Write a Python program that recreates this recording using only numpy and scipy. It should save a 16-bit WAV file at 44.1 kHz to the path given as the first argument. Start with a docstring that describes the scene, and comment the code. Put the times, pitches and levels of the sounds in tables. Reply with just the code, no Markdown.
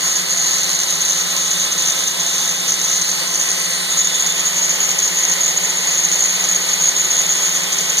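"""Angle grinder on a lathe

An angle grinder clamped to a small lathe runs at full speed in a home workshop, close to a phone.
Its bevel gears chatter in spells: impact envelopes drive a mesh tone and the noise of a ringing gear head.
Its fan rushes as coloured noise that flutters with the wheel; its armature whines in multiples of its turn.
The lathe motor drones underneath: a mains harmonic and a narrow band of noise."""
import sys
import numpy as np
from scipy import signal
from scipy.fft import rfft, irfft
from scipy.io import wavfile
from scipy.ndimage import uniform_filter1d

SR = 44100
rng = np.random.default_rng(int(sys.argv[2]) if len(sys.argv) > 2 else 0)


def wav_record(signal):
    """Record a signal, one row per channel, as 16-bit PCM in the file named by sys.argv[1]."""
    frames = np.transpose(np.atleast_2d(signal))
    bounded = np.clip(frames, -1, 1)
    # unit amplitude maps onto the largest positive 16-bit level
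    quanta = np.round(bounded * 32767).astype(np.int16)
    wavfile.write(sys.argv[1], SR, quanta)


N = 352800
TIME = np.arange(N) / SR  # s
FREQ = np.arange(N // 2 + 1) * SR / N  # Hz

PINION_TEETH, CROWN_TEETH = 11, 36
MAINS_HZ = 60
# lag between the phone's two ports, and the frequency from which it acts
PORT_LAG_S, PORT_FROM_HZ = .0003855, 1297


def chatter(wheel):
    """Impact excitation: each bounce is a short run of tooth strikes, a mesh tone and a ringing gear head."""
    # spectrum of the struck gear head: [f/Hz, relative density level/dB]
    head_outline = [(150, -50), (500, -28.5), (3000, -24), (4200, -7), (5200, -5.5), (5800, -4), (6200, 8),
                    (6500, 3.5), (6760, 10), (6920, -9), (7200, -0.5), (7600, -30), (9000, -10.5),
                    (13000, -21), (15500, -20)]
    # its narrow rings: [f/Hz, width/Hz, lift/dB]
    head_modes = [(1776, 200, 15), (5850, 40, 4), (6060, 110, -2.5), (6345, 50, 3), (6460, 25, 4),
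                  (6517, 32, 4), (6720, 40, 3), (6830, 26, 4), (7000, 40, -4), (7110, 80, 3)]
    # mesh tone: [t/s, level against the ringing/dB, phase swing from the mains' torque ripple/rad]
    mesh_course = [(0, 2.5, 1.2), (3.7, -3, 1.4), (4.0, 6.5, 1.2), (5, 4, 1.1), (7, 9.5, .7), (8, -4, .8)]
    # settings of two ring bands: [t/s, lower band lift/dB, upper band lift/dB]
    ring_course = [(0, 1, 7), (.8, 3, 0), (1.3, 5, -15), (3.6, 8, -2), (4.0, -2, 12), (5, -3, 9.5),
                   (6.5, -1, 13.5), (7.4, -8, 10), (8, 0, 4)]
    gain = colour(head_outline, head_modes)
    mesh_db, ripple_rad = curves(mesh_course)
    lower_db, upper_db = curves(ring_course)

    ring = noise_at_ports(gain, opposite_db=-4.5, diffuse_db=-14, bass_diffuse_db=5.0)
    ring = swell(ring, 6100, 6420, lower_db)
    ring = swell(ring, 6670, 6980, upper_db)
    head = ring + undb(mesh_db) * mesh_tone(wheel, ripple_rad, wobble_rad=0.44)
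    # level the carrier over about 3 ms, so that the bounce alone sets the strength
    power = uniform_filter1d(np.mean(head ** 2, axis=0), size=130)
    head = head / np.sqrt(power)

    strength = rattle(wheel, gap_s=.0048, scatter_db=2.5, ceiling=1.13)
    direct = undb(-0.85) * strength * head
    return direct + workshop(strength, gain, t60_s=0.12, wet_db=-11.0)


def rattle(wheel, gap_s, scatter_db, ceiling):
    """Backlash impacts: teeth bounce through their play, pushed by wheel wobble and mains torque ripple."""
    # the hardest single knocks: [t/s, peak level/dB before the chatter's direct gain]
    hard_knocks = [(0.3721, -7.5), (0.5098, -7.5), (0.5831, -8.0), (0.6324, -7.0), (0.6432, -7.5),
                   (0.692, -8.0), (0.7299, -8.0), (0.7898, -7.0), (0.8005, -6.5), (0.8335, -7.0),
                   (0.9251, -7.5), (1.0064, -8.0), (1.0502, -7.5), (1.0822, -7.5), (1.0886, -6.5),
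                   (1.0977, -5.0), (1.1206, -6.5), (1.1307, -5.5), (1.3651, -6.5), (1.3754, -7.5),
                   (1.5325, -7.5), (1.8224, -8.0), (1.8741, -6.5), (1.8986, -7.0), (1.9216, -7.0),
                   (2.2644, -7.0), (2.3807, -8.0), (2.4758, -8.0), (2.4917, -8.0), (2.6797, -7.0),
                   (2.7196, -6.5), (2.7407, -8.0), (2.8139, -7.5), (2.8811, -8.0), (2.9131, -8.5),
                   (3.0141, -7.0), (3.1148, -7.0), (3.3557, -7.0), (3.4125, -5.0), (3.4886, -8.0),
                   (3.5051, -7.5), (3.5154, -6.0), (4.0454, -7.0), (4.0721, -4.5), (4.1969, -6.0),
                   (4.224, -5.5), (4.2625, -5.5), (4.2724, -6.0), (4.3217, -7.5), (4.3944, -6.5),
                   (4.6948, -5.5), (4.8034, -5.0), (4.83, -6.5), (4.8894, -7.0), (4.9058, -8.0),
                   (4.987, -6.0), (5.0005, -7.5), (5.0219, -7.5), (5.0761, -5.5), (5.1709, -8.0),
                   (5.2331, -7.0), (5.2494, -7.0), (5.3143, -5.5), (5.4335, -4.5), (5.4601, -6.5),
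                   (5.4792, -6.0), (5.5743, -5.0), (5.7724, -8.0), (5.7848, -7.0), (5.872, -6.5),
                   (6.0375, -7.0), (6.0478, -5.5), (6.0862, -8.5), (6.1151, -7.0), (6.1556, -5.5),
                   (6.2053, -5.0), (6.2215, -6.0), (6.2385, -6.5), (6.324, -8.5), (6.4077, -8.0),
                   (6.4397, -7.0), (6.4884, -5.5), (6.5132, -6.0), (6.548, -5.5), (6.5596, -5.5),
                   (6.6889, -6.0), (6.7322, -5.5), (6.8122, -5.0), (6.822, -6.0), (6.838, -4.0),
                   (6.8556, -5.0), (6.8708, -6.0), (6.9636, -6.5), (6.9963, -6.5), (7.1051, -7.5),
                   (7.1674, -6.0), (7.1797, -4.5), (7.1886, -6.5), (7.216, -6.0), (7.2655, -7.5),
                   (7.2921, -7.0), (7.352, -8.5), (7.4924, -7.5), (7.6338, -8.5), (7.9707, -7.5),
                   (7.9798, -5.5)]
    crest_db = 4.2  # a knock's peak above the rms of its ringing
    flight_s = 0.008  # the teeth fly free this long before a hard knock

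    chance = rng.standard_normal((4000, 2))
    times = np.cumsum(gap_s * np.exp(.35 * chance[:, 0]))
    sizes = undb(scatter_db * np.tanh(chance[:, 1]))
    bounces = knocks(times, sizes, ring_s=0.0014)
    ripple = np.cos(4 * np.pi * MAINS_HZ * TIME)  # torque pulses at twice the mains
    push = np.exp(.2 * np.cos(wheel) + .22 * np.cos(2 * wheel) + .18 * ripple)
    bouncing = np.tanh(unit((unit(bounces) + 0.23) * push) / ceiling)  # backlash limits an ordinary bounce
    strength = undb(spells() + 1.8) * unit(bouncing)

    s, peak_db = np.transpose(hard_knocks)
    flight = sum(window(at - flight_s / 2, flight_s) for at in s)
    strength = strength * (1 - np.clip(flight, 0, .6))
    hard = knocks(s + .001, undb(peak_db - crest_db), ring_s=0.0013)  # each peaks 1 ms after its listed time
    return np.maximum(strength, hard)


def spells():
    """Intermittent contact, as a level in dB: a restless light rattle, broken by lulls and loud spells."""
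    # lulls in which the teeth stay in contact: [middle t/s, length/s]
    quiet_spans = [(0.253, 0.066), (0.854, 0.027), (1.35, 0.029), (1.73, 0.12), (2.162, 0.071),
                   (2.638, 0.045), (2.78, 0.041), (3.24, 0.061), (3.838, 0.13), (4.786, 0.029),
                   (4.974, 0.021), (6.383, 0.028), (6.772, 0.028), (6.935, 0.024), (7.682, 0.082)]
    # the loudest spells: [middle t/s, length/s, relative level/dB]
    loud_spans = [(0.082, 0.1, -20), (0.166, 0.02, -16), (0.316, 0.043, -19), (0.49, 0.26, -19),
                  (0.638, 0.016, -15.5), (0.725, 0.081, -18.5), (0.813, 0.068, -22), (0.916, 0.048, -18.5),
                  (1.019, 0.014, -15.5), (1.062, 0.034, -19.5), (1.105, 0.06, -15), (1.186, 0.073, -20.5),
                  (1.425, 0.093, -20.5), (1.518, 0.032, -17), (1.62, 0.054, -18.5), (1.724, 0.018, -17.5),
                  (1.804, 0.052, -18.0), (1.882, 0.056, -16.5), (1.924, 0.016, -19), (1.998, 0.018, -20.0),
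                  (2.037, 0.012, -16.5), (2.079, 0.014, -16.5), (2.206, 0.022, -19), (2.28, 0.035, -21),
                  (2.424, 0.19, -21), (2.71, 0.071, -17), (2.804, 0.03, -20), (2.851, 0.021, -17.5),
                  (2.93, 0.11, -18.5), (3.017, 0.017, -16.5), (3.107, 0.036, -19), (3.351, 0.02, -13.5),
                  (3.408, 0.022, -12), (3.46, 0.098, -21.5), (3.506, 0.018, -15), (3.922, 0.042, -21),
                  (3.997, 0.053, -15.5), (4.063, 0.033, -17.5), (4.151, 0.019, -16.5),
                  (4.212, 0.039, -15.5), (4.27, 0.014, -10), (4.293, 0.017, -20), (4.389, 0.045, -17.5),
                  (4.468, 0.033, -16.5), (4.587, 0.014, -17.5), (4.64, 0.048, -17), (4.705, 0.027, -16.5),
                  (4.826, 0.065, -18), (4.899, 0.041, -17), (4.993, 0.022, -12), (5.054, 0.068, -17.0),
                  (5.185, 0.043, -17.0), (5.241, 0.031, -13), (5.314, 0.055, -16.5), (5.442, 0.074, -15.5),
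                  (5.492, 0.058, -17.5), (5.574, 0.019, -10.5), (5.648, 0.028, -18.5), (5.702, 0.018, -17),
                  (5.78, 0.018, -13), (5.88, 0.034, -17), (5.935, 0.049, -18.5), (5.988, 0.035, -17.5),
                  (6.049, 0.032, -11), (6.083, 0.05, -23), (6.138, 0.051, -15.5), (6.2, 0.016, -16),
                  (6.23, 0.072, -14), (6.304, 0.046, -18.5), (6.358, 0.014, -17.5), (6.404, 0.014, -12),
                  (6.446, 0.022, -17.5), (6.51, 0.055, -18), (6.558, 0.021, -12), (6.693, 0.02, -17),
                  (6.733, 0.032, -15.5), (6.801, 0.02, -19), (6.849, 0.098, -14), (6.987, 0.065, -15),
                  (7.05, 0.019, -16), (7.112, 0.018, -16.5), (7.144, 0.034, -19), (7.191, 0.071, -13.5),
                  (7.228, 0.02, -20), (7.263, 0.012, -11), (7.31, 0.052, -17), (7.379, 0.092, -21.5),
                  (7.46, 0.073, -17.5), (7.56, 0.038, -17.5), (7.635, 0.019, -18), (7.73, 0.015, -17),
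                  (7.9, 0.012, -16.5), (7.985, 0.029, -15.5)]
    idle_db, restless_db, lull_db = -25, 2.4, -31.5  # light rattle, its rms spread, the lulls
    db = idle_db + restless_db * walk(78)
    for s, length in quiet_spans:
        db = db + (lull_db - db) * window(s, length)
    for s, length, spell_db in loud_spans:
        db = db + (spell_db - db) * window(s, length)
    return db


def mesh_tone(wheel, ripple_rad, wobble_rad):
    """Phase modulation: teeth meet early and late with wobble and torque ripple, so the tone has sidebands."""
    wobble = wobble_rad * (1 + 0.22 * walk(3)) * np.sin(wheel)
    ripple = ripple_rad * (1 + 0.18 * walk(6.3)) * np.cos(4 * np.pi * MAINS_HZ * TIME)
    return np.sin(CROWN_TEETH * wheel + wobble + ripple + 0.19 * walk(29))


def fan(wheel):
    """Turbulent flow noise: air rushes through the housing, fluttering once per turn of the wheel."""
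    # rush of the cooling air and the brushes: [f/Hz, relative density level/dB]
    air_outline = [(32, -40), (90, -26), (240, -10.5), (330, -1.5), (700, 0.5), (1400, 4), (2400, 3),
                   (2750, 7), (3200, 8), (3800, 4.5), (4600, 7.5), (5200, 4), (6500, 6), (7500, 1.5),
                   (8200, -2.5), (11500, -6.5), (14300, -9), (15300, -17)]
    # air path and castings: [f/Hz, width/Hz, lift/dB before the phone moves, lift/dB after]
    cavity_modes = [(302, 47, .5, -0.5), (382, 33, -6, -5), (527, 100, 2.5, 1.5), (620, 105, -3, -2.5),
                    (676, 12.5, 8.5, 4.5), (750, 120, -0.5, -1.5), (1063, 77, 2.5, 0), (1142, 65, -5, -3),
                    (1310, 38, 2.5, -1), (1379, 70, -5, -5.5), (1490, 82, -0.5, 1), (1616, 100, -1.5, -4),
                    (1974, 240, 6.5, 3.5), (2240, 170, 3.5, 4.5), (2440, 180, 3, 6), (3190, 160, -5.5, -2),
                    (3570, 51, 4, 4), (3790, 33, 0, 3), (8860, 3100, 5, 4)]
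    # low and middle range of the rush: [t/s, level/dB]
    low_course = [(0, -0.1), (1.3, -0.5), (4, -0.3), (5.3, 2.3), (8, 1.1)]
    # rush around 2 kHz: [t/s, level/dB]
    middle_course = [(.6, 0), (1.5, -2.5), (3.2, -1.2), (3.7, 2.5), (4.1, 0), (5.4, 4.5), (6.8, 2.5),
                     (8, 2)]
    # band around 9 kHz: [t/s, level setting/dB]
    treble_course = [(3, 0), (3.8, 11.5), (4.6, -7), (5.5, 2)]
    move_s, move_length_s = 4.42, 0.56  # middle and length of the phone's move

    def rush(lift):
        gain = colour(air_outline, zip(hz, width, lift))
        return noise_at_ports(gain, opposite_db=-2.5, diffuse_db=3, bass_diffuse_db=-2.5)

    hz, width, lift_before, lift_after = np.transpose(cavity_modes)
    before, after = rush(lift_before), rush(lift_after)
    moved = np.clip((TIME - move_s) / move_length_s + .5, 0, 1)
    air = np.sqrt(1 - moved) * before + np.sqrt(moved) * after  # equal-power crossfade
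    air = swell(air, 320, 1010, *curves(low_course))
    air = swell(air, 1780, 2180, *curves(middle_course))
    air = moving_resonance(air, width_hz=320, flank=.25)
    air = swell(air, 8950, 9040, *curves(treble_course))
    flutter = 1 + 0.017 * np.cos(wheel)
    return undb(-21.0 + 0.5 * walk(9.6)) * air * flutter


def moving_resonance(x, width_hz, flank):
    """Gliding resonance: fixed bands rise as its centre passes and thin on its flanks, or the reverse."""
    # [t/s, centre f/Hz, lift setting/dB]
    glide = [(0, 4530, 2.5), (.5, 4180, 5.5), (1.2, 3940, 4.5), (1.9, 3750, 5), (2.7, 3780, 4),
             (3.1, 4170, 5.5), (3.45, 4730, 0.5), (3.75, 4150, 5.5), (4.05, 3700, 6), (4.4, 3600, 2.5),
             (4.7, 3500, -1.5), (5.4, 4100, 2), (6.7, 4120, 2.5), (7.3, 3600, 2), (8, 3550, 2.5)]
    centre_hz, lift_db = curves(glide)
    for hz in np.arange(3300, 5000, 200):
        off = ((hz - centre_hz) / width_hz) ** 2
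        band_db = lift_db * (1 - flank * off) * np.exp(-off / 2)
        x = swell(x, hz - 100, hz + 100, band_db)
    return x


def whine(armature, wheel):
    """Rotational harmonics: armature, gear mesh and commutator, and the unbalance of the wheel."""
    # [multiple of the armature's turn, level/dB, left minus right/dB, left leads/rad]
    armature_orders = [(1, -48.3, 8, 0), (3, -49, -3, -1), (5, -51.5, 0, .8), (11, -38, -1, 0),
                       (12, -38, -1, -1.5), (24, -51, -1, 0)]
    # [multiple of the wheel's turn, level/dB, left minus right/dB, left leads/rad]
    wheel_orders = [(1, -41, -9, 1), (2, -46.5, 2, 0.33), (3, -50, 1, 0.85), (7, -50, 0, 0)]
    return tones(armature_orders, armature, waver_db=1.0) + tones(wheel_orders, wheel, waver_db=0.3)


def lathe():
    """Mains hum and narrow-band noise: the frame's drone beats quickly but holds its level, stronger right."""
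    # motor hum: [multiple of the mains, level/dB, left minus right/dB, left leads/rad]
    hum_orders = [(2, -61.5, 6, 0)]
    # drone of the frame: [f/Hz, relative density level/dB]
    frame_outline = [(80, -50), (140, -16), (158, 3.5), (166, 12.5), (176, 10), (192, -2.5), (212, -7),
                     (230, -30), (250, -51)]
    drone = irfft(rfft(rng.standard_normal(N)) * colour(frame_outline), N)
    drone = drone / np.sqrt(uniform_filter1d(drone ** 2, size=SR // 3))
    hum = tones(hum_orders, 2 * np.pi * MAINS_HZ * TIME, waver_db=2.5)
    return drone * undb([[-53], [-42]]) + hum


def workshop(strength, gain, t60_s, wet_db):
    """Exponential energy decay: the cluttered room keeps a short, blurred tail of every knock."""
    decay = np.exp(-np.log(10 ** 6) * TIME[:SR // 2] / t60_s)
    energy = signal.fftconvolve(strength ** 2, decay / decay.sum())[:N]
    tail = noise_at_ports(gain, opposite_db=-3, diffuse_db=-24, bass_diffuse_db=-13)
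    return undb(wet_db) * np.sqrt(abs(energy)) * tail


def noise_at_ports(gain, opposite_db, diffuse_db, bass_diffuse_db):
    """Arrival-time difference: noise direct from the right, reflected from the left, diffuse in bass and treble."""
    direct, opposite, *diffuse = rfft(rng.standard_normal((4, N)))
    side = np.array([[-1], [1]])  # left, right
    turn = np.exp(1j * np.pi * PORT_LAG_S * np.maximum(FREQ - PORT_FROM_HZ, 0) * side)
    treble = undb(diffuse_db) / (1 + (10000 / (FREQ + 1)) ** 8)
    bass = undb(bass_diffuse_db) / (1 + (FREQ / 900) ** 4)
    field = direct * turn + undb(opposite_db) * opposite / turn + (treble + bass) * np.array(diffuse)
    return unit(irfft(gain * field, N))


def tones(table, angle, waver_db):
    """Harmonic series: multiples of a turning angle, each wavering slowly in strength."""
    side = np.array([[.5], [-.5]])  # left, right
    total = 0
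    for k, db, pan, lead in table:
        level = undb(db + side * pan + waver_db * walk(5))
        total = total + level * np.sin(round(k) * angle + side * lead)
    return total


def knocks(times, sizes, ring_s):
    """Impulse response: envelopes that peak at the given times and die within a few milliseconds."""
    at = np.maximum((times - ring_s) * SR, 0).astype(int)
    impulses = np.bincount(at[at < N], sizes[at < N], N)
    age = TIME[:SR // 20] / ring_s
    return signal.fftconvolve(impulses, age * np.exp(1 - age))[:N]


def window(middle_s, length_s):
    """Trapezoidal gating: a quick rise to 1, a hold and a quick fall."""
    edge_s = 0.0059
    corners = np.array([-1, -1, 1, 1]) * length_s / 2 + np.array([-1, 1, -1, 1]) * edge_s / 2
    return np.interp(TIME, middle_s + corners, [0, 1, 1, 0])


def colour(points, bumps=()):
    """Spectral envelope: gain at each frequency, a broad outline with resonances on it."""
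    hz, db = np.transpose(points)
    outline = np.interp(np.log(FREQ + 1), np.log(hz), db)
    lifts = sum(lift / (1 + (2 * (FREQ - f) / width) ** 4) for f, width, lift in bumps)
    return undb(outline + lifts)


def swell(x, lo_hz, hi_hz, db):
    """Band gain: raise or lower one band along a curve; a narrow band takes only part of the change."""
    band = 1 / (1 + (lo_hz / (FREQ + 1)) ** 40) / (1 + (FREQ / hi_hz) ** 40)
    return x + (undb(db) - 1) * irfft(rfft(x) * band, N)


def walk(rate):
    """Low-passed noise: smooth wandering with a spread of 1, mostly slower than rate in Hz."""
    return unit(irfft(rfft(rng.standard_normal(N)) * np.exp(-(FREQ / rate) ** 2), N))


def curves(table):
    """Linear interpolation: each column of a table of timed rows, joined by straight lines."""
    s, *columns = np.transpose(table)
    return [np.interp(TIME, s, c) for c in columns]


def undb(db):
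    """Logarithmic level: decibels to amplitude gain."""
    return 10 ** (np.asarray(db) / 20)


def unit(x):
    """Normalisation: scale to an rms of 1."""
    return x / np.sqrt(np.mean(x ** 2))


def notch_middle(x):
    """Notched middle: what both channels share is thinned in narrow, evenly spaced bands."""
    notch_width = 0.27  # on the scale of the sine below
    middle = x.mean(axis=0)
    spacing = np.sin(np.pi * PORT_LAG_S * FREQ)  # zero at the centre of each band
    bands = np.exp(-(spacing / notch_width) ** 4) * (FREQ > PORT_FROM_HZ) * (FREQ < 9000)
    return x - .9 * irfft(rfft(middle) * bands, N)


def scene():
    """Gear reduction: the armature drives the wheel through bevel gears; the lathe runs alongside."""
    # armature speed: [t/s, turning f/Hz], about which it wanders slightly
    speed_course = [(0, 603.3), (0.35, 603.6), (0.7, 602.2), (1.4, 603.9), (1.9, 603.6), (2.4, 604.2),
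                    (3, 603.0), (3.6, 604.8), (4.7, 604.7), (5.4, 604.0), (5.9, 604.9), (6.7, 605.0),
                    (7.4, 603.3), (8, 604.4)]
    speed_hz, = curves(speed_course)
    armature = 2 * np.pi * np.cumsum(speed_hz * (1 + 0.000585 * walk(14.76))) / SR
    wheel = armature * PINION_TEETH / CROWN_TEETH
    return chatter(wheel) + fan(wheel) + whine(armature, wheel) + lathe()


def record(dry):
    """Filtering and limiting: the middle is hollowed, high peaks rounded, deep bass thinned and the top cut."""
    hollowed = notch_middle(dry * undb([[-.2], [.2]]))
    rounded = hollowed / (1 + (hollowed / .8) ** 6) ** (1 / 6)
    thin = signal.sosfilt(signal.butter(2, 50, "highpass", fs=SR, output="sos"), rounded)
    return signal.sosfilt(signal.ellip(10, .1, 80, 15500, fs=SR, output="sos"), thin)


dry = scene()
out = record(dry)
wav_record(out)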